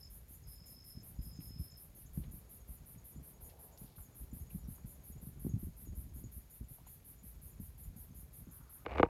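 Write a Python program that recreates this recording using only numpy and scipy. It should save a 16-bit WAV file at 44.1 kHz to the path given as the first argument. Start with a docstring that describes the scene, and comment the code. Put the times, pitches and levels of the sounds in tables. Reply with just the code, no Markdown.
"""Among trees, two cicadas buzz in step: trains of drum clicks, scattered by trunks and leaves.
A cricket trills in sliding tones, the first trill just ending; others chirp farther off, short and falling.
A breeze buffets the microphone with lumpy low noise and eddies, over a roar and rustle of coloured noise;
dry leaves tick as brief damped tones. At the end a hand slides over the microphone in grainy noise,
muffling the wood, and its knocks ring the modes of the case."""
import sys
import numpy as np
from scipy import signal
from scipy.fft import rfft, irfft, next_fast_len
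from scipy.io import wavfile

SR = 44100
rng = np.random.default_rng(int(sys.argv[2]) if len(sys.argv) > 2 else 0)


def output_pcm(signal):
    """Save a mono or channel-first signal as 16-bit PCM at the path in sys.argv[1].

    Samples are clipped to [-1, 1] before scaling.
    """
    pcm = np.clip(np.atleast_2d(signal).T, -1, 1) * 32767
    wavfile.write(sys.argv[1], SR, np.round(pcm).astype(np.int16))


def volts(x):
    """Linear amplitude factor 10**(x/20) for a level x in dB, scalar or array-like."""
    e = np.asarray(x, float) / 20
    return 10 ** e


N = 400849
HAND_S = 8.853  # when the hand covers the microphone


def evened(x):
    """Scales to rms 1."""
    return x / np.sqrt(np.mean(x ** 2) + 1e-20)


def curve(rows):
    """Draws every column of a table, after its times, as a line through all samples."""
    s, *columns = np.transpose(rows)
    return [np.interp(np.arange(N) / SR, s, c) for c in columns]


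def add(mix, s, sound):
    """Mixes a sound in at time s, dropping what falls outside."""
    at = round(s * SR)
    sound = sound[max(-at, 0):]
    part = mix[max(at, 0):][:len(sound)]
    part += sound[:len(part)]


def coloured(x, points):
    """Filters by a spectrum of (Hz, dB) points, joined on a log frequency scale."""
    size = next_fast_len(len(x))
    f, db = np.transpose(points)
    hz = np.fft.rfftfreq(size, 1 / SR)
    gain = volts(np.interp(np.log(hz + 1), np.log(f + 1), db))
    return irfft(rfft(x, size) * gain, size)[:len(x)]


def noise(points, lumps_db=0., lump_s=.03):
    """Coloured noise of rms 1 whose level wanders in lumps."""
    lumps = evened(signal.oaconvolve(rng.standard_normal(N), np.hanning(round(lump_s * SR)), "same"))
    steady = evened(coloured(rng.standard_normal(N), points))
    return evened(steady * volts(lumps_db * lumps))


def trees(x, t60, drift_hz):
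    """Scatter off trunks and leaves: three random tails that take turns as the foliage moves."""
    t = np.arange(SR // 2) / SR
    out = np.zeros(len(x))
    for k in range(3):
        tail = rng.standard_normal(len(t)) * volts(-60 * t / t60) * (1 - np.exp(-t / 0.00088))
        share = np.cos(np.pi * (drift_hz * np.arange(len(x)) / SR + k / 3))
        out += signal.oaconvolve(x * share, tail / np.linalg.norm(tail))[:len(x)]
    return out


def cicada():
    """Each drum clicks regularly through each burst; echoes fill the gaps and trail after."""
    # cicada bursts, the first already dying away at the start: start_s
    burst_starts = [-.084, .1003, .2835, .4707, .6586, .8421, 1.0298, 1.2137, 1.4022, 1.5846, 1.77, 1.9483,
                    2.1321, 2.3115, 2.4932, 2.6773, 2.8582, 3.041, 3.2289, 3.4079, 3.5901, 3.7757, 3.9587,
                    4.1465, 4.3302, 4.4975, 4.6751, 4.8581, 5.0363, 5.2149, 5.3954, 5.584, 5.7666, 5.9521,
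                    6.1364, 6.3167, 6.4991, 6.6841, 6.8679, 7.0474, 7.2318, 7.4168, 7.5992, 7.779, 7.9624,
                    8.1466, 8.3304, 8.5124, 8.6959]
    # spectrum of the scattered clicks and of the far cicadas: pitch_hz, level_db
    buzz_spectrum = [(4470, -42), (7600, -30.5), (8730, -15), (9420, -4.5), (9910, 0), (10200, -5),
                     (10900, 0), (12200, 1), (13100, 1), (15600, -22)]
    # which drummer the turning microphone favours: time_s, quicker_over_slower_db
    favour = [(0, -12), (2.2, 16), (2.7, -7), (4.6, 0), (4.9, 10), (9, 10.5)]
    clicks_per_s = (302, 335)  # the slower and the quicker drummer
    burst_db, burst_spread_db = -57.5, .5  # before the straight and scattered paths
    burst_s, burst_spread_s = 0.086, 0.0027
    answer_s = .008  # the fainter drummer joins up to this late
    ring_hz, ring_half_s = 11600, .0002  # the straight click

    lead = SR // 2  # room for what sounded before the start
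    clicks = np.zeros(N + lead)
    chance = rng.standard_normal((len(burst_starts), 2, 3, 40))
    for s, drums in zip(burst_starts, chance):
        quick = 1 / (1 + volts(-2 * np.interp(s, *np.transpose(favour))))  # share of the power
        for rate, share, (late, size, mood) in zip(clicks_per_s, (1 - quick, quick), drums):
            t = np.arange(40) / rate + .0003 + abs(.00007 * late)
            length = burst_s + burst_spread_s * mood[0]
            swelling = 1 - 0.2 * np.exp(-t / 0.03)
            tiring = np.clip((length - t) / 0.028, 0, 1)
            click_db = burst_db + burst_spread_db * mood[1] + 1.3 * size
            train = np.zeros(round(.15 * SR))
            train[(t * SR).astype(int)] = volts(click_db) * tiring * swelling
            wait = (share < .5) * answer_s * min(abs(mood[2]), 1)
            add(clicks, s + lead / SR + wait, train * np.sqrt(share * SR / rate))

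    u = np.arange(-30, 31) / SR
    ring = np.exp(-(u / ring_half_s) ** 2) * np.cos(2 * np.pi * ring_hz * u)
    straight = volts(-6) * signal.oaconvolve(clicks, ring / np.linalg.norm(ring), "same")
    tails = volts(5) * trees(clicks, 0.18, 18.0) + volts(-6) * trees(clicks, 0.55, 3.4)
    scattered = coloured(tails, buzz_spectrum)
    far_away = volts(-78.5) * noise(buzz_spectrum, 1.3, 0.0044)
    return (straight + scattered)[lead:] + far_away


def trilling_cricket():
    """Each wing stroke slides down; a trill climbs, quickens, swells and fades; echoes join strokes."""
    # trills, levels before swell and stroke changes, echo off a trunk before its build-up,
    # slide before slide_share: start_s, length_s, top_db, echo_db, slide_hz
    trills = [(-.48, 0.568, -54, -16, 432), (0.434, 0.58, -56.5, -25, 430), (1.187, 0.606, -56.5, -8, 261)]
    # at the start and the end of a trill
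    trill_hz, strokes_per_s, slide_share = (5060, 5220), (47.6, 50), (.75, 0.81)
    warm_up_db, warm_up_s, swell_db = -9, 0.04, -4.5
    tire_db, tire_s = -5, .025
    echo_late_db, echo_late_s = -8, 0.091  # the echo builds after the first strokes

    out, echo = np.zeros((2, N))
    for s, length, top_db, echo_db, slide_hz in trills:
        t = np.arange(0, length, 1 / SR)
        course = (t / length) ** .4
        hz, rate, share = (a + (b - a) * course for a, b in (trill_hz, strokes_per_s, slide_share))
        db = top_db + warm_up_db * np.exp(-t / warm_up_s)
        db += swell_db * (1 - t / length) + tire_db * np.exp((t - length) / tire_s)
        strokes = np.cumsum(rate) / SR
        db += 1.1 * rng.standard_normal(40)[strokes.astype(int)]  # strokes differ
        rub = np.minimum(strokes % 1 / 0.58, 1)  # 0-1 while the wings rub, then 1
        pitch = hz + slide_hz * share * ((1 - rub) ** 1.9 - .35)
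        tone = np.sin(2 * np.pi * np.cumsum(pitch) / SR)
        song = volts(db) * np.sin(np.pi * rub) ** 0.51 * tone
        song *= np.minimum((length - t) * 200, 1)  # no abrupt end
        add(out, s, song)
        add(echo, s + 0.0095, volts(echo_db + echo_late_db * np.exp(-t / echo_late_s)) * song)
    return out + echo + volts(-7.5) * trees(out + echo, 0.24, 1.5)


def far_crickets():
    """Short falling chirps with their echoes; louder ones fall further, fainter ones come at random."""
    # chirps, high singers then low, levels before distance: time_s, peak_db, middle_hz
    # (the row at 3.7733 s is no cricket: it adds a soft tone to a dry leaf tick)
    chirps = [(0.0323, -64, 7030), (0.3506, -64, 7050), (0.6669, -66, 7060), (1.0076, -67, 7070),
              (1.2301, -69, 6960), (1.3319, -63.5, 7070), (1.7105, -66, 7070), (2.0637, -67, 7050),
              (2.3136, -75, 6960), (2.9796, -81, 6960), (3.1682, -70, 7030), (3.4476, -65, 6940),
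              (3.7244, -65, 7030), (3.7733, -77, 6850), (4.0262, -65, 7040), (4.3136, -66, 7010),
              (4.4702, -73, 6890), (4.591, -66, 6970), (4.7531, -73, 6940), (4.8923, -66, 7040),
              (5.1801, -66, 7050), (5.3313, -79, 7040), (5.4939, -66, 6850), (5.8576, -67, 6800),
              (5.9424, -71, 7020), (6.0422, -75, 7060), (6.1629, -74, 7010), (6.2392, -72, 7100),
              (6.5106, -67, 6900), (6.7311, -70, 6860), (6.8728, -66, 7030), (7.1876, -68, 6990),
              (7.5123, -67, 7040), (7.8356, -68, 7040), (8.1738, -68, 7000), (8.5031, -70, 7040),
              (0.0757, -68, 6480), (0.3316, -68, 6400), (0.4389, -69, 6470), (0.6734, -67, 6360),
              (0.8051, -74, 6470), (1.0106, -69, 6370), (1.1732, -70, 6760), (1.3623, -65, 6350),
              (1.4805, -68, 6730), (1.71, -68, 6370), (1.9664, -71, 6460), (2.0592, -65, 6360),
              (2.2538, -67, 6560), (2.4494, -73, 6720), (2.6065, -68.5, 6660), (2.7766, -73, 6840),
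              (2.9821, -64.5, 6650), (3.1263, -71, 6690), (3.3393, -66, 6680), (3.4511, -66, 6680),
              (3.7244, -68, 6650), (3.7894, -68, 6800), (4.0557, -66, 6600), (4.14, -74, 6690),
              (4.4009, -63, 6540), (4.4702, -73, 6700), (4.6982, -74, 6500), (4.7541, -66, 6630),
              (4.9501, -72, 6800), (5.0285, -76, 6550), (5.1218, -64, 6750), (5.4944, -57, 6580),
              (5.7349, -73, 6560), (5.8701, -58.5, 6640), (6.0896, -73, 6550), (6.1629, -73, 6760),
              (6.2407, -59.5, 6710), (6.5121, -72, 6660), (6.8673, -68, 6700), (7.8466, -73, 6900),
              (7.9658, -69, 6750), (8.113, -71, 6320), (8.1743, -71, 6700), (8.5001, -72, 6450)]
    singers_hz, faint_db = (6650, 6680, 6790, 7050), -77  # random chirps: pitches and lowest level
    when, who, size = rng.random((110, 3)).T
    singer = np.take(singers_hz, (4 * who).astype(int))
    faint = np.transpose([when * N / SR, faint_db + 4.9 * size ** 2, singer])
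    out = np.zeros(N)
    for s, db, hz in [*chirps, *faint]:
        u = np.linspace(0, 1, round(0.025 * SR))
        pitch = hz + 14 * max(db + 79, 0) * (.5 - u)
        tone = np.sin(2 * np.pi * np.cumsum(pitch) / SR)
        add(out, s - .002, volts(db) * np.sin(np.pi * u ** 0.33) * tone)
    # the farthest run together
    blur = noise([(6000, -42), (6350, 0.5), (6700, -2.5), (7100, 1.0), (7450, -52)], 2.3, 0.076)
    return volts(-2.0) * out + volts(-5.0) * trees(out, 0.18, 1.67) + volts(-86.5) * blur


def wind():
    """Rumble and flutter follow the breeze; a buffet heaves one, shakes the other and sheds an eddy."""
    # spectrum of the deep rumble: pitch_hz, level_db
    rumble_spectrum = [(15, -30.5), (30, -11), (55, 2), (85, -4), (130, -20), (300, -71)]
    # spectrum of the flutter: pitch_hz, level_db
    flutter_spectrum = [(50, -41), (110, 2), (150, -0.5), (250, -11), (400, -26), (800, -73)]
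    # strength of the breeze: time_s, rumble_db
    breeze = [(0.0, -59), (0.93, -61), (1.16, -54.5), (1.45, -51.5), (1.9, -62.5), (2.27, -48),
              (2.46, -60.5), (4.19, -62), (4.58, -52.5), (5.0, -62.5), (5.54, -50), (5.74, -59),
              (6.16, -50.5), (6.53, -65), (7.49, -55), (8.45, -57.5), (8.65, -64), (8.85, -59)]
    # buffets on the microphone, eddy pitch approximate: start_s, eddy_peak_db, eddy_hz, rumble_db
    buffets = [(0.106, -70, 132, -53), (0.469, -68, 178, -51), (0.59, -63, 129, -52),
               (0.969, -37.5, 123, -62), (1.188, -40, 148, -41), (1.264, -41.5, 122, -50),
               (1.388, -40, 182, -63), (1.505, -46.5, 213, -62), (1.595, -37.5, 121, -45),
               (1.88, -60, 153, -55), (2.175, -34, 134, -42.5), (2.335, -50.5, 234, -49),
               (2.69, -47, 128, -47.5), (2.805, -50, 145, -50), (2.958, -50.5, 151, -72),
               (3.159, -39, 123, -49.5), (3.198, -47.5, 217, -53), (3.42, -63, 120, -54),
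               (3.815, -41.5, 150, -50.5), (3.977, -52, 120, -51), (4.214, -46, 119, -40.5),
               (4.328, -38.5, 148, -47.5), (4.401, -46, 121, -45), (4.546, -39, 146, -54),
               (4.634, -47, 121, -47), (4.681, -41.5, 167, -52), (4.845, -42, 132, -48),
               (4.979, -53, 120, -53.5), (5.1, -47.5, 147, -48.5), (5.151, -46, 134, -52),
               (5.225, -47, 175, -53), (5.269, -39, 123, -59), (5.358, -41.5, 126, -44.5),
               (5.448, -32, 204, -43), (5.466, -30, 235, -62), (5.513, -45, 186, -55),
               (5.536, -26.5, 120, -43), (5.629, -40, 200, -41), (5.668, -35.5, 121, -48),
               (5.872, -41, 212, -42), (5.921, -42.5, 151, -50), (5.976, -43, 167, -44.5),
               (6.009, -54, 121, -54), (6.051, -49, 143, -53), (6.159, -41.5, 189, -48),
               (6.239, -43, 234, -43.5), (6.364, -46.5, 122, -45), (6.608, -41.5, 122, -50),
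               (6.705, -48, 135, -56), (7.238, -54, 145, -53), (7.599, -38, 148, -45),
               (7.857, -55, 129, -46), (7.962, -50, 144, -65), (8.156, -56, 140, -64),
               (8.404, -47.5, 136, -52), (8.47, -41.5, 202, -58), (8.599, -55, 124, -55)]
    flutter_db, flutter_slope = -65.5, 0.8  # at a breeze of -61.5 dB; dB gained per dB of breeze
    shake_db, shake_s = -6, 0.026  # flutter relative to the eddy's peak; it is strongest at a quarter
    heave_s, heave_early_s = 0.062, 0.013  # the rumble's swell

    breeze_db = curve(breeze)[0]
    rumble_power = volts(2 * breeze_db)
    flutter_power = volts(2 * (flutter_db + flutter_slope * (breeze_db + 61.5)))
    eddies = np.zeros(N)
    shake_time = np.arange(SR // 4) / SR / shake_s * 4
    for (s, db, hz, rumble_db), turn in zip(buffets, rng.random((len(buffets), 1))):
        add(rumble_power, s - heave_early_s, volts(2 * rumble_db) * np.hanning(round(heave_s * SR)))
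        add(flutter_power, s, volts(2 * (db + shake_db)) * shake_time * np.exp(1 - shake_time))
        u = np.linspace(0, 1, round(1.6 * SR / hz))
        swirl = np.sin(2 * np.pi * (1.64 * u ** 0.73 + turn))
        add(eddies, s, volts(db) * np.sin(np.pi * u ** 0.69) ** 2 * swirl)
    rumble = np.sqrt(rumble_power) * noise(rumble_spectrum, 1.0, 0.018)
    flutter = np.sqrt(flutter_power) * noise(flutter_spectrum, 3.5, 0.014)
    return eddies + rumble + flutter


def roar():
    """A distant roar: low noise that slowly swells and sinks."""
    # spectrum of the roar: pitch_hz, level_db
    roar_spectrum = [(100, -1), (200, -3.5), (430, -1.5), (800, -7.5), (1300, -14.5), (2500, -25.5)]
    # level of the roar: time_s, level_db
    passing = [(0, -72), (.9, -73), (1.1, -69), (1.5, -72), (2.2, -69.5), (3.6, -68.5), (4.15, -69),
               (5.6, -70), (6.6, -72.5), (8.3, -70.5), (9.1, -73)]
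    return volts(curve(passing)[0]) * noise(roar_spectrum, 1.2, 0.04)


def rustle():
    """Leaves brush together as steady grainy noise, with swells of noise in bands of their own."""
    # spectrum of the leaves: pitch_hz, level_db
    leaf_spectrum = [(600, -9), (1200, -2), (2300, -0.5), (2850, -4), (4000, -3.5), (5700, -6), (7600, -8),
                     (12000, -6), (16000, -10)]
    # swells of rustle, some brief, some a second long: start_s, length_s, level_db, pitch_hz, width_hz
    swells = [(1.3, 0.47, -84, 2300, 2500), (2.2, .09, -75, 2500, 3000), (3.15, 1, -69, 630, 500),
              (3.47, .07, -75, 3500, 3500), (3.78, 0.22, -75, 4240, 1500), (6.76, 0.092, -74, 900, 500),
              (6.82, 0.11, -73, 2470, 3600), (8.201, 1, -74, 1190, 500)]
    out = volts(-74.5) * noise(leaf_spectrum, 1.3, 0.0064)
    for s, length, db, hz, width in swells:
        edges = [(hz / 4, -40), (hz - width / 2, 0), (hz + width / 2, 0), (hz * 3, -40)]
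        count = round(length * SR)
        add(out, s, volts(db) * noise(edges, 2.0, 0.0106)[:count] * np.hanning(count))
    return out


def leaf_ticks():
    """Dry leaves tick: damped tones, shorter where wider in pitch, with a little scatter."""
    # ticks of dry leaves: start_s, peak_db, pitch_hz, width_hz
    tick_list = [(1.406, -53.5, 2450, 2500), (2.239, -52.5, 3000, 2500), (2.243, -56, 2000, 1500),
                 (2.9514, -61, 2200, 1200), (3.4984, -49.5, 4530, 4000), (3.507, -65, 4000, 2500),
                 (3.776, -48, 5060, 3500), (3.9644, -58, 3800, 2000), (3.9832, -55, 1240, 600),
                 (4.505, -58.5, 2610, 450), (4.642, -64, 5700, 400), (4.6555, -68, 5600, 400),
                 (4.782, -59.5, 1200, 500), (6.785, -57, 800, 350), (6.868, -56, 870, 500),
                 (8.2404, -68, 2260, 1000)]
    ticks = np.zeros(N)
    u = np.arange(600) / SR
    for s, db, hz, width in tick_list:
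        decay = np.pi * width * u
        add(ticks, s, volts(db) * decay * np.exp(1 - decay) * np.sin(2 * np.pi * hz * u))
    return ticks + volts(-3.5) * trees(ticks, 0.058, 0.99)


def hand():
    """Skin drags in grains; each knock rings the case, high modes first, harder knocks brighter."""
    # skin sliding on the case: time_s, level_db
    slide = [(8.85, -53), (8.875, -51.5), (8.905, -44), (8.925, -44.5), (8.95, -45), (8.975, -39),
             (8.99, -40.5), (9.02, -54), (9.05, -45), (9.07, -65), (9.09, -57)]
    # spectrum of the dragging skin: pitch_hz, level_db
    skin_spectrum = [(30, -17), (70, 5.5), (200, -18), (650, -7), (1500, -22.5), (2400, -16.5), (3300, -37),
                     (4500, -40), (8000, -54.5)]
    # knocks on the case: start_s, peak_db, hardness_db_per_octave, low_mode_weight_db
    knocks = [(8.8621, -28.5, 6.5, 12), (8.9105, -48, 10, -3), (8.9165, -41, 7, 14), (8.9359, -42, 8, 4),
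              (8.9576, -32.5, -1, -1), (8.9713, -43, -6, 7), (8.982, -26, 6.5, 6), (8.9961, -16, 1, 10.5),
              (9.0037, -21.5, 7, 28.5), (9.0294, -11.5, 1.5, 5), (9.0501, -42, 1, -14),
              (9.0597, -36.5, -3, -1)]
    # modes of the case, before hardness and weight: pitch_hz, level_db, t60_s
    case_modes = [(72, 10, 0.03), (167, -5, 0.042), (316, 5.5, 0.031), (476.5, 0.5, 0.05),
                  (703, 5.5, 0.022), (800, 9.5, 0.019), (933, -22.5, 0.17), (1200, 7.5, 0.015),
                  (1466, 0.5, 0.017), (2200, -1.5, 0.0091), (2900, -13.5, 0.015), (3500, -10, 0.0045),
                  (4920, -28.5, 0.0039), (6800, -40, 0.0039)]
    touching = np.clip((np.arange(N) / SR - HAND_S) / .004 + 1, 0, 1)
    out = noise(skin_spectrum, 4.2, .003) * touching * volts(curve(slide)[0])
    hz, mode_db, t60 = np.transpose(case_modes)[:, :, None]
    u = np.arange(4000) / SR
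    for s, db, hard, weight_db in knocks:
        late = np.maximum(u - 0.54 / hz, 0)  # low bending waves travel slower
        ring_db = mode_db + hard * np.log2(hz / 800) + weight_db * (hz < 600) - 60 * late / t60
        rings = volts(ring_db) * (1 - np.exp(-late * hz))
        knock = (rings * np.sin(2 * np.pi * hz * late)).sum(0)
        add(out, s, volts(db) * knock / abs(knock).max())
    return out


def scene():
    """The wood, muffled once the hand covers the microphone: insects by 24 dB, roar and leaves by 3."""
    covered = np.clip((np.arange(N) / SR - HAND_S) / .003, 0, 1)
    insects = (cicada() + trilling_cricket() + far_crickets()) * volts(-24 * covered)
    breeze = wind()
    background = (roar() + rustle() + leaf_ticks()) * volts(-3 * covered)
    return (insects + background + breeze + hand())[None]


def roll_off(x):
    """The treble ends steeply here."""
    return signal.sosfilt(signal.butter(12, 15780, fs=SR, output="sos"), x)


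def record(dry):
    """The microphone loses the deepest bass, below 33.6 Hz."""
    bass_cut = signal.butter(2, 33.6, "high", fs=SR, output="sos")
    mix = signal.sosfilt(bass_cut, dry)
    return roll_off(mix)


dry = scene()
out = record(dry)
output_pcm(out)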